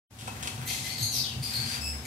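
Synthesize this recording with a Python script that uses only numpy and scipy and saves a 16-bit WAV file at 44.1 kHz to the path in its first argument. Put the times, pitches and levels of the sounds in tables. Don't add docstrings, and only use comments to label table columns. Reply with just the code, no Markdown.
import sys
import numpy as np
from scipy import signal
from scipy.fft import rfft, irfft, next_fast_len
from scipy.io import wavfile
from scipy.ndimage import map_coordinates

SR = 44100
rng = np.random.default_rng(int(sys.argv[2]) if len(sys.argv) > 2 else 0)


def to_wav(sig):
    pcm = np.clip(np.atleast_2d(sig), -1, 1) * 32767
    pcm = np.round(pcm).astype(np.int16)
    wavfile.write(sys.argv[1], SR, pcm.T)


N = 91154


def amp(db):
    return 10 ** (np.asarray(db) / 20)


def unit(x):
    return x / np.sqrt(np.mean(x ** 2) + 1e-20)


def clock():
    return np.arange(N) / SR


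def along(points, hz):
    point_hz, value = np.transpose(points)
    return np.interp(np.log(hz + 1), np.log(point_hz + 1), value)


def wobble(rate):
    coarse = clock()[::8]
    knots = rng.standard_normal(size=4096)
    curve = map_coordinates(knots, [coarse * rate], mode="wrap")
    return np.interp(clock(), coarse, curve)


def filtered(x, response):
    size = next_fast_len(N + SR // 2)
    hz = np.fft.rfftfreq(size, 1 / SR)
    return irfft(rfft(x, size) * response(hz), size)[..., :N]


def noise(spectrum):
    return unit(filtered(rng.standard_normal(N), lambda hz: amp(along(spectrum, hz))))


def gate(start, length, attack, release):
    t = clock() - start
    rise = np.clip(t / attack, 0, 1)
    return rise * np.exp(-np.maximum(t - length, 0) / release)


def air_rush():
    # pitch_hz, level_db
    air_colour = [(25, -48), (42, -44), (62, -6), (115, 2), (165, -7), (260, -8), (400, -15), (900, -16.5),
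                  (1500, -18.5), (3000, -20.5), (7000, -23), (12000, -25.5), (15500, -35.5)]
    # pitch_hz, likeness (0-1)
    likeness = [(100, 0.94), (300, 0.92), (700, 0.53), (1500, 0), (8000, 0)]
    air_db = -42.5

    def shares(hz):
        turn = np.arccos(np.clip(along(likeness, hz), -1, 1)) / 2
        return np.array([np.cos(turn), np.sin(turn)])

    mid, side = filtered(np.array([noise(air_colour), noise(air_colour)]), shares)
    return amp(air_db) * np.array([mid + side, mid - side])


def fan_hum():
    # pitch_hz, level_db
    hum_lines = [(72, -54), (110, -52), (128, -50.5), (216, -58), (238, -52.5), (759, -59), (902, -64)]
    lines = 0
    for hz, db in hum_lines:
        waver = (0.083 + 70 / hz) * wobble(9.54)
        lines = lines + amp(db) * unit(np.sin(2 * np.pi * hz * clock() + waver))
    return lines


def handling():
    # centre_s, half_width_s, level_db
    bumps = [(.3, 0.044, -45.5), (.45, 0.02, -37), (.63, 0.06, -39.5), (.82, 0.021, -41.5),
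             (1.03, 0.016, -32), (1.2, 0.024, -39), (1.374, 0.0098, -32.5), (1.41, 0.011, -31.5),
             (1.599, 0.023, -34), (1.665, .012, -34.5)]
    # pitch_hz, level_db
    bump_colour = [(38, -55), (52, -24), (68, -17.5), (105, -0.5), (130, 3.5), (160, -21), (300, -23),
                   (800, -42), (3000, -110)]
    drone_start_s, drone_end_s, drone_hz, drone_db = 1.76, 1.98, 71.6, -39
    t = clock()
    swell = sum(amp(db) * np.exp(-.5 * ((t - s) / width) ** 2) for s, width, db in bumps)
    rumble = signal.hilbert(noise(bump_colour))
    even = unit(rumble.real / (np.abs(rumble) + .5))
    drone = unit(np.sin(2 * np.pi * drone_hz * t))
    drone = drone * gate(drone_start_s, drone_end_s - drone_start_s, .04, 0.024)
    return swell * even + amp(drone_db) * drone


def rustles():
    # start_s, length_s, level_db
    stroke_list = [(0.349, 0.029, -49), (0.392, 0.072, -47), (0.605, 0.055, -46), (1.514, 0.17, -47.5),
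                   (1.687, .1, -44.5), (1.926, 0.034, -48)]
    # pitch_hz, level_db
    feather_colour = [(300, -10), (900, -2), (1600, 6), (2600, -1), (5000, -11.5), (9000, -9), (15000, -13)]
    strokes = sum(amp(db) * gate(s, length, 0.0086, 0.004) for s, length, db in stroke_list)
    return strokes * unit(noise(feather_colour) * amp(2.7 * wobble(400)))


def scuffs():
    # start_s, level_db, fade_s (time to fall 60 dB), knock_db (beside the scrape)
    scuff_list = [(.187, -39.5, 0.13, -26), (0.207, -41, 0.14, -31), (0.275, -39.5, 0.088, 5),
                  (.427, -36, 0.18, -10), (.455, -42, 0.067, 2), (0.472, -33, 0.1, -8),
                  (0.576, -50, 0.13, 6), (.708, -46.5, .08, 8)]
    # pitch_hz, level_db
    scrape_colour = [(300, -22), (1500, -7), (2800, 2.5), (5000, -2), (10000, -2.5), (15000, -23)]
    # pitch_hz, level_db, fade_s (time to fall 60 dB)
    knock_tones = [(490, -5.5, 0.08), (742, -2.5, 0.086), (951, 0, 0.071), (1075, -5, 0.038),
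                   (1336, -3.5, 0.033), (2577, -4, .09)]

    def strike(start, fade):
        return gate(start, 0.0015, 0.00051, fade / np.log(1000))

    out = np.zeros(N)
    for start, db, fade, knock_db in scuff_list:
        scrape = strike(start, fade) * unit(noise(scrape_colour) * amp(2.7 * wobble(500)))
        ring = np.zeros(N)
        for hz, tone_db, tone_fade in knock_tones:
            gain = amp(tone_db + rng.normal(0, 2))
            phase = 2 * np.pi * hz * (clock() - start) + 0.76 * wobble(150)
            ring += gain * strike(start, tone_fade) * np.sin(phase)
        out += amp(db) * (scrape + amp(knock_db) * ring)
    return out


def syrinx(pitch_hz, rough, harmonics, rasp_db):
    # pitch_hz, level_db
    rasp_colour = [(900, -42), (1600, -24), (2100, -3), (3200, 4), (4400, 4), (7000, -0.5), (9500, -2.5),
                   (12200, -12), (13500, -30), (16000, -30)]
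    jitter, waver = 0.0156, .022
    jitter_rate, waver_rate, rough_rate, flutter_rate = 1500, 160, 800, 280
    flutter_db = 3
    rough = np.clip(rough, 0, 1)
    scatter = rough * jitter * wobble(jitter_rate)
    drift = np.sqrt(rough) * waver * wobble(waver_rate)
    phase = 2 * np.pi * np.cumsum(pitch_hz * (1 + scatter + drift)) / SR
    tone = 0
    for k, db in enumerate(harmonics, 1):
        swings = wobble(rough_rate) + 1j * wobble(rough_rate)
        swing = np.sqrt(1 - rough) + np.sqrt(rough / 2) * swings
        tone = tone + amp(db) * (swing * np.exp(1j * k * phase)).real
    voiced = unit(tone) + amp(rasp_db) * noise(rasp_colour)
    return unit(voiced * amp(flutter_db * wobble(flutter_rate)))


def squeal():
    # time_s, pitch_hz, level_db, roughness (0-1)
    path = [(1.131, 5600, -33.5, 0.89), (1.165, 5120, -31.5, 0.73), (1.195, 4758, -26.5, 0.52),
            (1.215, 4230, -32.5, 0.4), (1.239, 3755, -34, 0.42), (1.26, 3196, -35, 0.24),
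            (1.291, 2870, -44, 0.1), (1.333, 2680, -48, 0.08)]
    # multiple of the pitch, level_db
    overtones = [(1, 7.5), (2, -9), (3, -27)]
    rasp_db = -14
    s, hz, db, rough = np.transpose(path)
    t = clock()
    level = amp(np.interp(t, s, db, left=-np.inf, right=-np.inf))
    overtone_db = np.array(overtones)[:, 1]
    return level * syrinx(np.interp(t, s, hz), np.interp(t, s, rough), overtone_db, rasp_db)


def chatter():
    # fundamental_db, odd_overtones_db, treble_db
    notes = [ (0.653, 0.052, 2012, 2050, -38.5, 0.03, -8, 6, 7, 9),
             (0.667, 0.041, 2126, 2130, -32.5, .45, 2, 15, 14, 7),
             (0.704, 0.094, 2106, 2066, -35, 0.78, 7, 13, 19, 8),
             (0.83, 0.05, 2020, 2070, -34, 0.18, 3, 10, 3, 2.5),
             (0.888, .055, 2180, 2261, -35, .5, -3, -7, -7, -11),
             (.962, 0.054, 2187, 2160, -35, .6, -4, -8, -7, -8),
             (0.977, .035, 1970, 1970, -39, 0.47, -10, -8, -10, -0.5),
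             (1.015, .023, 2106, 2140, -24, 0.97, -23, -20, 6, -2),
             (1.047, 0.049, 2143, 2170, -35, 0.89, -18, -26, 7, -10),
             (1.11, .06, 2150, 2030, -32.5, 0.98, -7.5, -31, 8, 0.5),
             (1.14, .02, 2680, 2680, -46, 0.16, -15, 30, -6, -6),
             (1.42, 0.028, 2426, 2420, -30.5, 0.29, -7.5, -25, -14, 3),
             (1.414, 0.061, 2218, 2150, -38.5, 0.6, -8.5, -7, -9, 4),
             (1.467, 0.055, 2410, 2430, -37.5, 0, -2.5, -10, -10, 0.5),
             (1.526, 0.0463, 2146, 2196, -29.5, 0.81, -11, -12.5, -14, -3.5),
             (1.578, 0.09, 2239, 2300, -35, .7, -4.5, -9, -8, -16),
             (1.654, 0.099, 2345, 2340, -35, 0.31, 1, -5, -22, -2),
             (1.803, 0.086, 2600, 2616, -33.5, .2, -31, -4.5, 0.5, 0.5),
             (2.044, 0.022, 2130, 2320, -35, .5, -8.5, 3, 5, 0.5)]
    # multiple of the pitch, level_db
    overtones = [(1, -7.5), (2, -1), (3, -9.5), (4, -10), (5, -15.5), (6, -9)]
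    attack_s, release_s = .013, 0.0094
    out = np.zeros(N)
    base = np.array(overtones)[:, 1]
    k = np.arange(len(base)) + 1
    for start, length, first, last, db, rough, rasp_db, root_db, odd_db, treble_db in notes:
        pitch = np.interp(clock(), [start, start + length], [first, last])
        levels = base + root_db * (k == 1) + odd_db * np.isin(k, (3, 5)) + treble_db * (k > 3)
        envelope = gate(start, length, attack_s, release_s)
        out += amp(db) * envelope * syrinx(pitch, rough, levels, rasp_db)
    return out


def bird_voice():
    # pitch_hz, level_db
    beak_colour = [(2000, 0.5), (6500, 1), (9800, 3), (10700, -3), (11700, 11.5), (12900, 1), (13600, -13),
                   (15000, -19)]
    return filtered(chatter() + squeal(), lambda hz: amp(along(beak_colour, hz)))


def room(x):
    # pitch_hz, fade_s (time to fall 60 dB)
    echo_fade = [(300, 0.47), (2500, 0.4), (6000, 0.51), (13000, 0.38)]
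    hz, t, z = signal.stft(rng.standard_normal((2, SR // 2)), SR, nperseg=256)
    fading = z * amp(-60 * t / along(echo_fade, hz)[:, None])
    tail = signal.istft(fading, SR, nperseg=256)[1]
    tail = np.pad(tail, ((0, 0), (SR // 300, 0)))
    return signal.fftconvolve(x[None], tail / np.linalg.norm(tail[0]), axes=1)[:, :N]


def hand_side(x):
    left_lag_s = 0.000367
    return filtered(x, lambda hz: np.exp(np.pi * left_lag_s * np.outer([-1j, 1j], hz)))


def scene():
    direct_db, moves_direct_db, room_db = -6.5, 0.5, -1
    background = fan_hum() + air_rush()
    bumps = handling()
    moves = scuffs() + rustles()
    voice = bird_voice()
    near = hand_side(amp(moves_direct_db) * moves + bumps)
    return amp(direct_db) * voice + near + amp(room_db) * room(voice + moves) + background


def record(dry):
    # pitch_hz, difference_db
    balance = [(150, 0.76), (700, 0), (1300, 4), (2500, 9), (6000, 5.5), (8500, 5), (10000, -1),
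               (11500, -4), (13000, -6.5), (15000, 10)]
    # time_s, level_db
    fade_in = [(.095, -55), (0.109, -13.5), (0.141, -9), (.28, -0.5)]
    top_hz = 15750
    heard = filtered(dry, lambda hz: amp(np.outer([.5, -.5], along(balance, hz))))
    s, db = np.transpose(fade_in)
    opening = amp(np.interp(clock(), s, db, left=-np.inf))
    return filtered(heard * opening, lambda hz: hz < top_hz)


dry = scene()
out = record(dry)
to_wav(out)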